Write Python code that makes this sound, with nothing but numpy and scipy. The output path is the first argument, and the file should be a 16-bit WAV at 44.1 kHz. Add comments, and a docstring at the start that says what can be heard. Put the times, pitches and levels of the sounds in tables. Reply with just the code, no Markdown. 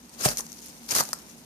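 """A quiet room, with faint beetle patter and dry rustling right at the microphone.
Small feet tap on flakes and cardboard over soft air noise and a low hum.
Three scrapes of handling rustle swell and ebb, each a dense run of tiny slips,
with sharp snaps and a few hollow knocks. The first scrape carries a soft thump."""
import sys
import numpy as np
from scipy import signal
from scipy.fft import rfft, irfft, next_fast_len
from scipy.io import wavfile
from scipy.ndimage import uniform_filter1d, map_coordinates

SR = 44100
rng = np.random.default_rng(int(sys.argv[2]) if len(sys.argv) > 2 else 0)


def master_out(mix):
    """Clip the mix to full scale and print it as 16-bit PCM to the path in sys.argv[1]."""
    frames = np.transpose(np.atleast_2d(mix))
    ceiling = np.clip(frames, -1, 1)
    pcm = np.round(ceiling * 32767).astype(np.int16)
    wavfile.write(sys.argv[1], SR, pcm)


N = 63945
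T = np.arange(N) / SR


def amp(db):
    """Decibels to gain."""
    return 10 ** (np.asarray(db) / 20)


def unit_rms(x):
    """Scale to rms 1."""
    return x / np.sqrt(np.mean(x ** 2) + 1e-20)


def at_hz(points, hz):
    """Interpolate (Hz, value) points on a log axis."""
    freqs, values = np.transpose(points)
    return np.interp(np.log(hz + 1), np.log(freqs + 1), values)


def over_time(points):
    """Interpolate (seconds, value) points at every sample."""
    return np.interp(T, *np.transpose(points))


def wobble(knots_per_s):
    """Smooth random curve."""
    return map_coordinates(rng.standard_normal(4096), [T * knots_per_s], mode="wrap")


def panned(pan_db):
    """Stereo gains; pan is left minus right."""
    return amp(np.array([[.5], [-.5]]) * pan_db)


def coloured(x, db_at_hz):
    """Minimum-phase filter with the given gain curve."""
    size = 2 * next_fast_len(N)
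    gain = amp(db_at_hz(np.fft.rfftfreq(size, 1 / SR)))
    cepstrum = irfft(np.log(np.maximum(gain, 1e-6)), size)
    cepstrum[..., 1:size // 2] *= 2
    cepstrum[..., size // 2 + 1:] = 0
    return irfft(rfft(x, size) * np.exp(rfft(cepstrum)), size)[..., :N]


def paired(x, correlation):
    """Mix two independent signals into a correlated stereo pair."""
    angle = np.arccos(np.clip(correlation, -1, 1)) / 2
    mid, side = np.cos(angle) * x[0], np.sin(angle) * x[1]
    return np.array([mid + side, mid - side])


def patchy(x, depth_db):
    """Flicker the colour in random patches of about 7 ms by 1.4 kHz; rms 1."""
    bins = signal.stft(x, nperseg=128)[2]
    field = rng.standard_normal(bins.shape[1:])
    field = uniform_filter1d(uniform_filter1d(field, size=4, axis=0), size=5, axis=1)
    bins *= amp(depth_db * unit_rms(field))
    return unit_rms(signal.istft(bins, nperseg=128)[1][:, :N])


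def impulses(per_s, spread_db, spectrum):
    """Tiny random contacts of uneven size; stereo, rms 1."""
    hits = (rng.random((2, N)) < per_s / SR) * rng.choice([-1, 1], (2, N))
    sizes = amp(spread_db * np.clip(rng.standard_normal((2, N)), -2, 2))
    return unit_rms(coloured(hits * sizes, lambda hz: at_hz(spectrum, hz)))


def struck(start_s, attack_s, t60_s):
    """Envelope of a blow: fast rise, exponential decay."""
    age_s = np.maximum(T - start_s, 0)
    return (1 - np.exp(-age_s / attack_s)) * np.exp(-np.log(1000) * age_s / t60_s)


# Air noise spectrum. Each row: frequency in Hz, relative level in dB.
AIR_SPECTRUM = [(15, -62), (25, -36), (48, -17.5), (126, -14.5), (160, -5.5), (187, -4.5), (231, -3.5),
                (293, -8), (335, -9.5), (599, -15.5), (649, -15.5), (966, -14), (1050, -18), (3100, -23.5),
                (14000, -31.5)]
# Each row: frequency in Hz, left-right correlation.
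AIR_CORRELATION = [(60, 0.66), (250, 0.86), (800, 0.67), (2000, 0.16), (8000, 0)]
# Each row: time in seconds, level in dB.
AIR_LEVEL = [(0, -55), (.2, -50), (.6, -52), (1.2, -50), (1.45, -53)]
# Each row: frequency in Hz, mean level in dB.
HUM_TONES = [(60, -64), (160, -61), (235, -54.5)]


def room_tone(swell_db=2.1, waver_rad=1, wavers_per_s=22):
    """Soft air noise and a low hum that wavers a little."""
    air = coloured(rng.standard_normal((2, N)), lambda hz: at_hz(AIR_SPECTRUM, hz))
    correlation = at_hz(AIR_CORRELATION, np.fft.rfftfreq(N, 1 / SR))
    air = unit_rms(irfft(paired(rfft(air), correlation), N))
    hum = np.zeros(N)
    for hz, db in HUM_TONES:
        gain = amp(db + swell_db * wobble(wavers_per_s))
        hum += gain * np.sin(2 * np.pi * hz * T + waver_rad * wobble(wavers_per_s))
    return amp(over_time(AIR_LEVEL)) * air + hum


# Each row: frequency in Hz, relative level in dB.
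ECHO_SPECTRUM = [(100, 1.5), (1000, 1), (3000, 0.5), (6000, 2), (14000, 3.5)]


def room_echo(x, level_db=-13.5):
    """Faint, short, bright reverberation."""
    tail = coloured(rng.standard_normal((2, N)), lambda hz: at_hz(ECHO_SPECTRUM, hz))
    tail *= struck(0, attack_s=0.0015, t60_s=0.33)
    tail /= np.linalg.norm(tail[0])
    return amp(level_db) * signal.fftconvolve(x, tail, axes=1)[:, :N]


# Dry contacts, in patter and scrapes. Each row: frequency in Hz, relative level in dB.
CRISP_SPECTRUM = [(800, -32), (1800, -10.5), (2700, -7), (3600, -9), (4400, -2.5), (5400, -1), (6500, 1),
                  (7400, -4.5), (8600, -2), (11000, -4), (14300, -6.5)]
# Each row: time in seconds, level in dB.
PATTER_LEVEL = [(0, -56.5), (.15, -52), (.45, -52), (.56, -47), (.61, -49), (.66, -45.5), (.73, -51),
                (.86, -49.5), (1.16, -53), (1.25, -52.5), (1.45, -52.5)]


def patter(swell_db=2, swells_per_s=60):
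    """Many small beetle feet tap on dry flakes and cardboard."""
    steps = impulses(per_s=3500, spread_db=6.5, spectrum=CRISP_SPECTRUM)
    steps = patchy(steps, depth_db=2.06)
    return amp(over_time(PATTER_LEVEL) + swell_db * wobble(swells_per_s)) * steps


# Each row: frequency in Hz, level in dB, 60 dB decay time in seconds.
THUMP_MODES = [(46.6, -39.5, 0.44), (138, -12, 0.057), (168.2, -26.5, 0.12), (406, -35.5, 0.16),
               (592.7, -21, 0.12), (665, -37, 0.071), (788, -27, 0.11)]


def thump(start_s=0.257, attack_s=0.0031):
    """A soft bump rings low modes at the height of the first scrape."""
    ring = sum(amp(db) * np.sin(2 * np.pi * hz * (T - start_s)) * struck(start_s, attack_s, t60_s)
               for hz, db, t60_s in THUMP_MODES)
    return -ring * panned(pan_db=6.5)


# Each row: start in seconds, level in dB, pitch in Hz, pan in dB.
KNOCKS = [(0.252, -13.5, 1280, 0), (.2581, -10.5, 598, 3), (.3985, -25.5, 900, 8), (.9630, -20, 732, -6),
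          (.9903, -14.5, 1430, -10), (1.0072, -15, 970, -12), (1.0270, -31, 775, -15),
          (1.0920, -33, 660, -1), (1.1315, -16.5, 1085, -2)]
# Each row: ratio to the pitch, gain in dB.
KNOCK_MODES = [(.76, -17.5), (1, -3), (1.201, -1.5)]


def knocks(attack_s=0.00043, t60_cycles=13.2):
    """Harder contacts ring hollow for a few cycles."""
    out = np.zeros((2, N))
    for start_s, db, hz, pan_db in KNOCKS:
        phase = 2 * np.pi * hz * (T - start_s)
        ring = sum(amp(mode_db) * np.cos(ratio * phase) for ratio, mode_db in KNOCK_MODES)
        out -= amp(db) * panned(pan_db) * ring * struck(start_s, attack_s, t60_cycles / hz)
    return out


# Each row: start in seconds, level in dB, pitch in Hz, pan in dB.
SNAPS = [(0.0936, -38, 8000, -4), (0.143, -42, 8800, 6), (.2390, -21.5, 8500, 18), (0.2529, -10, 8040, -4),
         (0.288, -13.5, 5460, -2), (.3030, -22, 5700, 8), (0.314, -26, 7000, 2), (.3714, -14.5, 6500, -0.5),
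         (0.4063, -23, 6400, 4), (0.4651, -31.5, 6200, 6.5), (.5190, -32.5, 6100, 11.5),
         (0.5283, -29, 6040, -5), (0.604, -39, 5000, -12), (0.641, -39, 6200, 0), (0.661, -31.5, 10600, -7),
         (0.8906, -30, 5500, 16), (.9080, -20, 6200, 14), (.9180, -15, 6200, -5), (0.951, -8, 6560, -3),
         (0.9643, -17.5, 6060, 12), (0.99, -18.5, 5700, 6), (1.0045, -18, 7300, 8),
         (1.0364, -21.5, 9000, -1), (1.0520, -27.5, 5740, 10), (1.0893, -23.5, 6250, 2),
         (1.131, -12.5, 5050, 3.5), (1.136, -20.5, 8000, -9.5), (1.188, -33, 5900, -4)]
# Each row: frequency in Hz, relative level in dB.
SNAP_SPECTRUM = [(500, -12), (1800, -4.5), (3200, -17), (4500, 0), (7000, -3), (14000, -5)]


def snaps(peak_db=11, half_width_oct=0.13):
    """Single flakes catch and let go with a dry tick, each at its own pitch."""
    out, size = np.zeros((2, N)), SR // 16
    hz = np.fft.rfftfreq(size, 1 / SR)
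    envelope = struck(0, attack_s=0.00036, t60_s=0.01)[:size]
    for start_s, db, pitch_hz, pan_db in SNAPS:
        offset_oct = np.log2((hz + 1) / pitch_hz)
        colour_db = at_hz(SNAP_SPECTRUM, hz) + peak_db / (1 + (offset_oct / half_width_oct) ** 2)
        noise = rng.standard_normal((2, size))
        tick = unit_rms(irfft(rfft(noise) * amp(colour_db), size))
        out[:, round(start_s * SR):][:, :size] += amp(db) * panned(pan_db) * tick * envelope
    return out


# One list per scrape. Each row: time in seconds, relative crisp and body levels in dB.
SCRAPE_ENVELOPES = [
    [(.16,-70,-73), (.195,-45.5,-46.5), (.21,-37.5,-36.5), (.232,-35.5,-45), (.243,-30.5,-34.5),
     (.258,-21,-24.5), (.272,-34,-40), (.285,-29,-30.5), (.295,-35,-38.5), (.33,-38.5,-39.5), (.34,-51,-51),
     (.368,-49,-67)],
    [(.374,-38,-49), (.383,-29,-54), (.391,-29,-39.5), (.399,-36,-41), (.404,-44,-45), (.409,-33,-45),
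     (.418,-56,-56), (.445,-64,-51)],
    [(.875,-66,-75), (.89,-39,-49), (.903,-39.5,-42), (.908,-35,-39), (.921,-27.5,-35.5), (.927,-35.5,-33),
     (.943,-34.5,-45.5), (.952,-29.5,-33.5), (.964,-24,-25.5), (.977,-28.5,-33), (1.007,-25,-27),
     (1.02,-39.5,-34), (1.05,-50.5,-56), (1.12,-51.5,-60)],
]
# One value per scrape: gain in dB of the crisp layer below about 5 kHz.
SCRAPE_SHELF_DB = [1.5, -5, 2]
# Each row: time in seconds, pan of the crisp layer in dB.
CRISP_PAN = [(.2, 5), (.25, -0.5), (.39, -1.5), (.9, 5), (.95, -1.5), (1.1, -2.5)]
# Hollow body of a scrape. Each row: frequency in Hz, relative level in dB.
BODY_SPECTRUM = [(35, -47), (70, -21), (120, -0.5), (250, -4), (500, -0.5), (800, -1.5), (1300, -0.5),
                 (1800, -2.5), (2600, -22.5), (8000, -53)]
SLIPS_PER_S, SLIP_SPREAD_DB = 9000, 4.5
CLUMPS_PER_S, CLUMP_DB = 230, 1
CRISP_GAIN_DB, BODY_GAIN_DB = 4.5, -1
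SHELF_EDGES_HZ = 4800, 5600


def scrapes():
    """Dry rustling scrapes close to the microphone, crisp on top and hollow below, swell and ebb."""
    grit = patchy(impulses(SLIPS_PER_S, SLIP_SPREAD_DB, CRISP_SPECTRUM), depth_db=2.5)
    grit *= unit_rms(amp(CLUMP_DB * wobble(CLUMPS_PER_S)))
    crisp, body_envelope = np.zeros((2, N)), np.zeros(N)
    for rows, shelf_db in zip(SCRAPE_ENVELOPES, SCRAPE_SHELF_DB):
        times_s, crisp_db, body_db = np.transpose(rows)
        shelved = coloured(grit, lambda hz: np.interp(hz, SHELF_EDGES_HZ, [shelf_db, 0]))
        crisp += amp(np.interp(T, times_s, crisp_db, -120, -120)) * shelved
        body_envelope += amp(np.interp(T, times_s, body_db, -120, -120))
    crisp *= panned(over_time(CRISP_PAN))
    body = paired(impulses(SLIPS_PER_S, SLIP_SPREAD_DB, BODY_SPECTRUM), correlation=0.79)
    return amp(CRISP_GAIN_DB) * crisp + amp(BODY_GAIN_DB) * body_envelope * body


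def scene():
    """Close rustling, snaps, knocks, a thump and faint beetle patter, with echo and room tone."""
    close_sounds = scrapes() + snaps() + knocks() + thump() + patter()
    return close_sounds + room_echo(close_sounds) + room_tone()


# Microphone ports. Each row: frequency in Hz, left minus right in dB.
PORT_BALANCE = [(100, -0.5), (300, -1), (600, -5), (1200, 0.5), (1700, 0.5), (2300, 3.5), (3100, 1.5),
                (3800, 7), (4500, 1), (5500, 6.5), (6800, 8), (7800, -1), (8600, -3), (9800, -3),
                (11000, -2.5), (13000, 0.5)]


def record(dry):
    """Each microphone port has its own colour and the left hears first; deep bass and top are cut."""
    left_lead_s, highpass_hz = 0.00019, 42
    edge_hz, above_edge_db, top_hz = [14500, 14800], -28, 16473
    sides = np.array([[.5], [-.5]])
    x = coloured(dry, lambda hz: sides * at_hz(PORT_BALANCE, hz))
    x = signal.sosfilt(signal.butter(4, highpass_hz, "highpass", fs=SR, output="sos"), x)
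    hz = np.fft.rfftfreq(2 * N, 1 / SR)
    lead = np.exp(2j * np.pi * hz * sides * left_lead_s)
    lowpass = amp(np.interp(hz, edge_hz, [0, above_edge_db])) * (hz < top_hz)
    return irfft(rfft(x, 2 * N) * lead * lowpass)[:, :N]


dry = scene()
out = record(dry)
master_out(out)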